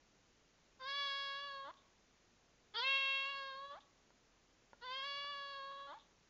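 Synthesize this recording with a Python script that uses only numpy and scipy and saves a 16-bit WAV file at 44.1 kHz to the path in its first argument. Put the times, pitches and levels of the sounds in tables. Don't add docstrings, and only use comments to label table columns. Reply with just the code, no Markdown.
import sys
import numpy as np
from scipy import signal
from scipy.fft import rfft, irfft
from scipy.io import wavfile
from scipy.ndimage import uniform_filter1d

SR = 44100
rng = np.random.default_rng(int(sys.argv[2]) if len(sys.argv) > 2 else 0)


def bounce(signal):
    frames = np.transpose(np.atleast_2d(signal))
    limited = np.clip(frames, -1, 1)
    pcm = np.round(limited * 32767).astype(np.int16)
    wavfile.write(sys.argv[1], SR, pcm)


N = 277389
TIME = np.arange(N) / SR


def from_db(db):
    return 10 ** (np.asarray(db) / 20)


def rms_one(x):
    return x / np.sqrt(np.mean(x ** 2) + 1e-20)


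def curves(rows, t):
    times, *columns = np.transpose(rows)
    return [np.interp(t, times, column) for column in columns]


def drift(rate, size):
    pole = np.exp(-2 * np.pi * rate / SR)
    settling = SR // 10
    white = rng.standard_normal(size + settling)
    return rms_one(signal.lfilter([1], [1, -2 * pole, pole * pole], white)[-size:])


def noise(spectrum):
    hz, db = np.transpose(spectrum)
    bins = np.maximum(np.arange(N // 2 + 1) * SR / N, 1)
    gains = from_db(np.interp(np.log(bins), np.log(hz), db))
    return rms_one(irfft(rfft(rng.standard_normal(N)) * gains, N))


# (frequency [Hz], relative level [dB])
HISS_COLOUR = [(20, -3.5), (50, -3.5), (90, -3.5), (150, -2.5), (250, -3), (400, -4.5), (900, -9.5),
               (2300, -12), (4900, -15.5), (6700, -13), (7400, -23.5), (9000, -55)]


def background_hiss(level_db=-72.5):
    return from_db(level_db) * noise(HISS_COLOUR)


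def low_hum(hz=41.8, peak_db=-81, phase_spread=0.46, drift_rate=0.82):
    return from_db(peak_db) * np.sin(2 * np.pi * hz * TIME + phase_spread * drift(drift_rate, N))


# (time [s], pitch [Hz])
PITCH = [
    [(0.81, 526), (0.83, 513.7), (0.888, 552), (0.964, 566), (1.06, 562.2), (1.086, 554), (1.342, 554.8),
     (1.46, 568), (1.506, 554.7), (1.604, 544.6), (1.63, 547)],
    [(2.75, 423), (2.756, 427), (2.77, 464.5), (2.796, 466.5), (2.838, 526.3), (2.9, 544), (3.05, 542),
     (3.138, 544.2), (3.244, 544), (3.308, 556), (3.532, 535.7), (3.7, 567)],
    [(4.83, 475), (4.85, 512), (4.88, 502.7), (4.976, 540.2), (5.016, 537.4), (5.064, 564), (5.15, 562.6),
     (5.312, 574.6), (5.348, 562.7), (5.498, 558.8), (5.604, 546.6), (5.86, 559.8)],
]
SQUEAK_HZ = 904


def fold_rate(number, past, t, squeak_s):
    held_hz, = curves(PITCH[number], t)
    broken = (1 + np.tanh(past / (2 * squeak_s))) / 2
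    return held_hz + (SQUEAK_HZ - held_hz) * broken


# (time [s], level [dB])
EFFORT = [
    [(0.82, -50.5), (0.888, -43.5), (1.008, -40), (1.65, -50.5), (1.7, -51)],
    [(2.765, -40.5), (2.805, -38.5), (2.819, -40.5), (2.877, -35), (2.955, -34), (2.999, -37),
     (3.163, -37.5), (3.337, -45), (3.599, -50.5), (3.647, -48.5), (3.687, -54), (3.719, -50),
     (3.755, -54.5)],
    [(4.84, -50.5), (4.92, -44.5), (5.118, -44.5), (5.48, -48), (5.706, -50), (5.92, -52)],
]


def loudness(number, past, t, start, end, squeak_s, fade_s, attack_s=.028, squeak_fade_db_per_s=141):
    effort_db, = curves(EFFORT[number], t)
    level_db = effort_db - squeak_fade_db_per_s * np.maximum(past + squeak_s, 0)
    ramps = np.minimum((t - start) / attack_s, (end - t) / fade_s)
    return from_db(level_db) * np.clip(ramps, 0, 1)


# (wait [s], opening [s], held wide [s], sinking to half open [s], narrowing [s])
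JAW = [(0.03, 0.077, 0.32, 0.25, 0.17), (0.073, 0.046, 0.34, 0.25, 0.19), (0.038, 0.12, 0.23, 0.22, 0.35)]
# (brightness [dB per octave], four throat resonances [Hz])
AJAR = [(-4.5, 1170, 2830, 3530, 4700), (-1.5, 1160, 3170, 3520, 4620), (-4, 1180, 2950, 3580, 4480)]
WIDE = [(0.22, 1264, 3027, 3474, 4710), (4.3, 880, 2715, 3237, 4060), (1.54, 967, 2940, 3280, 4580)]
HALF_OPEN = (-3, 1327.5, 2895, 3490, 4598)
NARROW = (-4.5, 1122.5, 2952, 3479.5, 4204)
SHUT = (-19, 1280, 3295, 3686, 4598)


def mouth_shape(number, t, start, breaks, shut_lead_s=0.071, shut_lag_s=0.036):
    shutting = breaks - shut_lead_s
    jaw_times = np.minimum(start + np.cumsum(JAW[number]), shutting)
    times = [*jaw_times, shutting, breaks + shut_lag_s]
    ajar, wide = AJAR[number], WIDE[number]
    shapes = [ajar, wide, wide, HALF_OPEN, NARROW, NARROW, SHUT]
    return curves(np.column_stack([times, shapes]), t)


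# (time [s], half length [s], added roughness [0-1])
CATCHES = [(1.094, .02, 0.03), (1.396, 0.021, .11), (2.821, .01, 0.1), (2.968, .022, 0.01),
           (5.719, 0.018, 0.26), (5.801, 0.032, 0.31)]


def hoarseness(t, start, breaks, settle_s, held_rough, break_rough, onset_rough=.75, break_rough_s=0.044):
    onset = onset_rough * np.exp(-(t - start) / settle_s)
    ending = break_rough * np.exp(-(np.minimum(t - breaks, 0) / break_rough_s) ** 2)
    catches = sum(depth * np.exp(-((t - s) / half) ** 2) for s, half, depth in CATCHES)
    return np.clip(held_rough + onset + ending + catches, 0, 1)


def period_doubling(past, strength, fade_s, lead_s=0.067, growth_s=0.035, lag_s=0.0076):
    span = np.clip(np.minimum(past + lead_s, lag_s - past) / fade_s, 0, 1)
    return strength * np.exp(past / growth_s) * span


def resonance(hz, centre, width):
    return 1 / (1 - (hz / centre) ** 2 + 1j * hz * width / centre ** 2)


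def bell(hz, centre, width, db):
    detune = 1j * (hz ** 2 - centre ** 2) / (hz * width)
    height = from_db(db / 2)
    return (detune + height) / (detune + 1 / height)


THROAT_WIDTHS_HZ = [244, 160, 270, 260]
# (frequency [Hz], width [Hz], level [dB])
HEAD = [(1920, 850, 9.1), (2980, 1080, -18), (5370, 1560, 15.6), (6200, 500, 8), (7150, 1000, 39)]
NOSE_HZ, NOSE_WIDTH_HZ, NOSE_DB = 2333, 500, -18.5


def vocal_tract(hz, brightness, centres, shut_tilt=-5):
    response = 1
    for centre, width in zip(centres, THROAT_WIDTHS_HZ):
        response = response * resonance(hz, centre, width)
    for centre, width, db in HEAD:
        response = response * bell(hz, centre, width, db)
    nasality = np.clip(brightness / shut_tilt, 0, 1)
    return response * bell(hz, NOSE_HZ, NOSE_WIDTH_HZ, NOSE_DB * nasality)


def line_flutter(f0, octaves, t, steady_db=0.12, glide_db=0.61, brisk_glide=0.34):
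    log_pitch_speed = abs(np.gradient(np.log(f0), t))
    gliding = np.tanh(uniform_filter1d(log_pitch_speed, size=SR // 20) / brisk_glide)
    depth_db = (steady_db + glide_db * gliding) * (1 + octaves)
    return from_db(depth_db * np.array([drift(28, len(t)) for _ in octaves]))


# (frequency [Hz], relative level [dB])
RASP = [(400, -30.5), (800, -16), (1050, -4.5), (1400, 13.5), (1800, -10.5), (2400, -35), (8000, -59.5)]


def throat_rasp():
    return noise(RASP)


# (frequency [Hz], relative level [dB])
AIR = [(300, -30.5), (800, -37.5), (1200, -7), (2200, -20), (3000, -2), (3600, 9), (4500, -9), (6000, -18),
       (8000, -36.5)]


def mouth_air():
    return noise(AIR)


# (start [s], length before the closing fade [s], break after start [s],
# time constant of the squeak glide [s], settling time constant of the onset [s],
# held roughness [0-1], roughness added at the break [0-1], half-line strength factor at the break)
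MEOWS = [(0.792, .92, .917, 0.014, 0.03, 0.05, 0.54, 2.5),
         (2.737, 1.052, 1.03, 0.0095, 0.031, 0.08, 0.53, 0.72),
         (4.809, 1.174, 1.127, 0.00905, 0.027, 0.07, 0.47, 2.8)]


def meow(number, air, rasp, waver=.0025, jitter=0.038, shimmer=0.078, air_db=-14.5, rasp_db=-6.0,
         half_tilt_db=-0.45, lowest_db=-15, fade_s=0.0045, count=28):
    start, length, break_after, squeak_s, settle_s, held_rough, break_rough, half_strength = MEOWS[number]
    breaks, end = start + break_after, start + length + fade_s
    on = (TIME > start) & (TIME < end)
    t = TIME[on]
    past = t - breaks
    f0 = fold_rate(number, past, t, squeak_s)
    envelope = loudness(number, past, t, start, end, squeak_s, fade_s)
    brightness, *centres = mouth_shape(number, t, start, breaks)
    rough = hoarseness(t, start, breaks, settle_s, held_rough, break_rough)
    doubling = period_doubling(past, half_strength, fade_s)
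    unsteady = 1 + waver * drift(38, len(t)) + jitter * rough * drift(160, len(t))
    phase = 2 * np.pi * np.cumsum(f0 * unsteady) / SR
    multiples = np.arange(1, count + 1)[:, None] / 2
    hz = multiples * f0
    octaves = np.log2(np.maximum(multiples, 1))
    half_line_db = half_tilt_db * (octaves - 6.0) + lowest_db * (multiples < 1)
    strengths = np.where(multiples % 1 == 0, 1, doubling * from_db(half_line_db))
    lines = from_db(brightness * octaves) * strengths * vocal_tract(hz, brightness, centres)
    lines = lines * line_flutter(f0, octaves, t)
    line_rms = np.sqrt((abs(lines) ** 2).sum(axis=0) / 2)
    voice = np.real(lines * np.exp(1j * multiples * phase)).sum(axis=0) / line_rms
    voice = voice * (1 + shimmer * rough * drift(180, len(t)))
    breath = from_db(air_db) * rough * air[on]
    beats = from_db(rasp_db) * rough ** 2 * rasp[on]
    turbulence = (breath + beats) * (1 + np.cos(phase))
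    out = np.zeros(N)
    out[on] = (voice + turbulence) * envelope
    return out


def dying(s, t60):
    return (TIME >= s) * np.exp(-np.log(1000) * np.clip((TIME - s) / t60, 0, 10))


# (time [s], level [dB], 60 dB decay time [s])
LIPS = [(1.74, -64, 0.017), (1.771, -70, 0.24), (3.805, -64.5, 0.13), (5.987, -56, 0.014),
        (5.997, -66, 0.19)]


def lips(air):
    return air * sum(from_db(db) * dying(s, t60) for s, db, t60 in LIPS)


# (time [s], level [dB])
TAPS = [(4.105, -61.5), (4.732, -50), (5.244, -55)]
# (frequency [Hz], relative level [dB], 60 dB decay time [s])
TAP_MODES = [(587, -9, 0.044), (940, 3.5, 0.014), (1420, -7.5, 0.051), (1675, -14, 0.03)]


def taps():
    out = np.zeros(N)
    for s, db in TAPS:
        for hz, mode_db, t60 in TAP_MODES:
            ringing = np.sin(2 * np.pi * hz * (TIME - s))
            out += from_db(db + mode_db) * dying(s, t60) * ringing
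    return out


def bedroom(x, t60=0.73, wet_db=-17, wall_hz=3500, first_s=0.01):
    t = TIME[:SR // 2]
    tail = rng.standard_normal(len(t)) * (t > first_s) * np.exp(-np.log(1000) * t / t60)
    tail = signal.sosfilt(signal.butter(1, wall_hz, fs=SR, output="sos"), tail)
    in_band = np.sqrt(np.sum(tail ** 2) * SR / (2 * wall_hz))
    return x + from_db(wet_db) * signal.fftconvolve(x, tail / in_band)[:N]


def scene():
    background = background_hiss() + low_hum()
    air, rasp = mouth_air(), throat_rasp()
    kitten = sum(meow(number, air, rasp) for number in range(len(MEOWS))) + lips(air)
    return (bedroom(kitten + taps()) + background)[None]


def record(dry, cutoff_hz=7500):
    return signal.sosfilt(signal.ellip(10, .2, 70, cutoff_hz, fs=SR, output="sos"), dry)


dry = scene()
out = record(dry)
bounce(out)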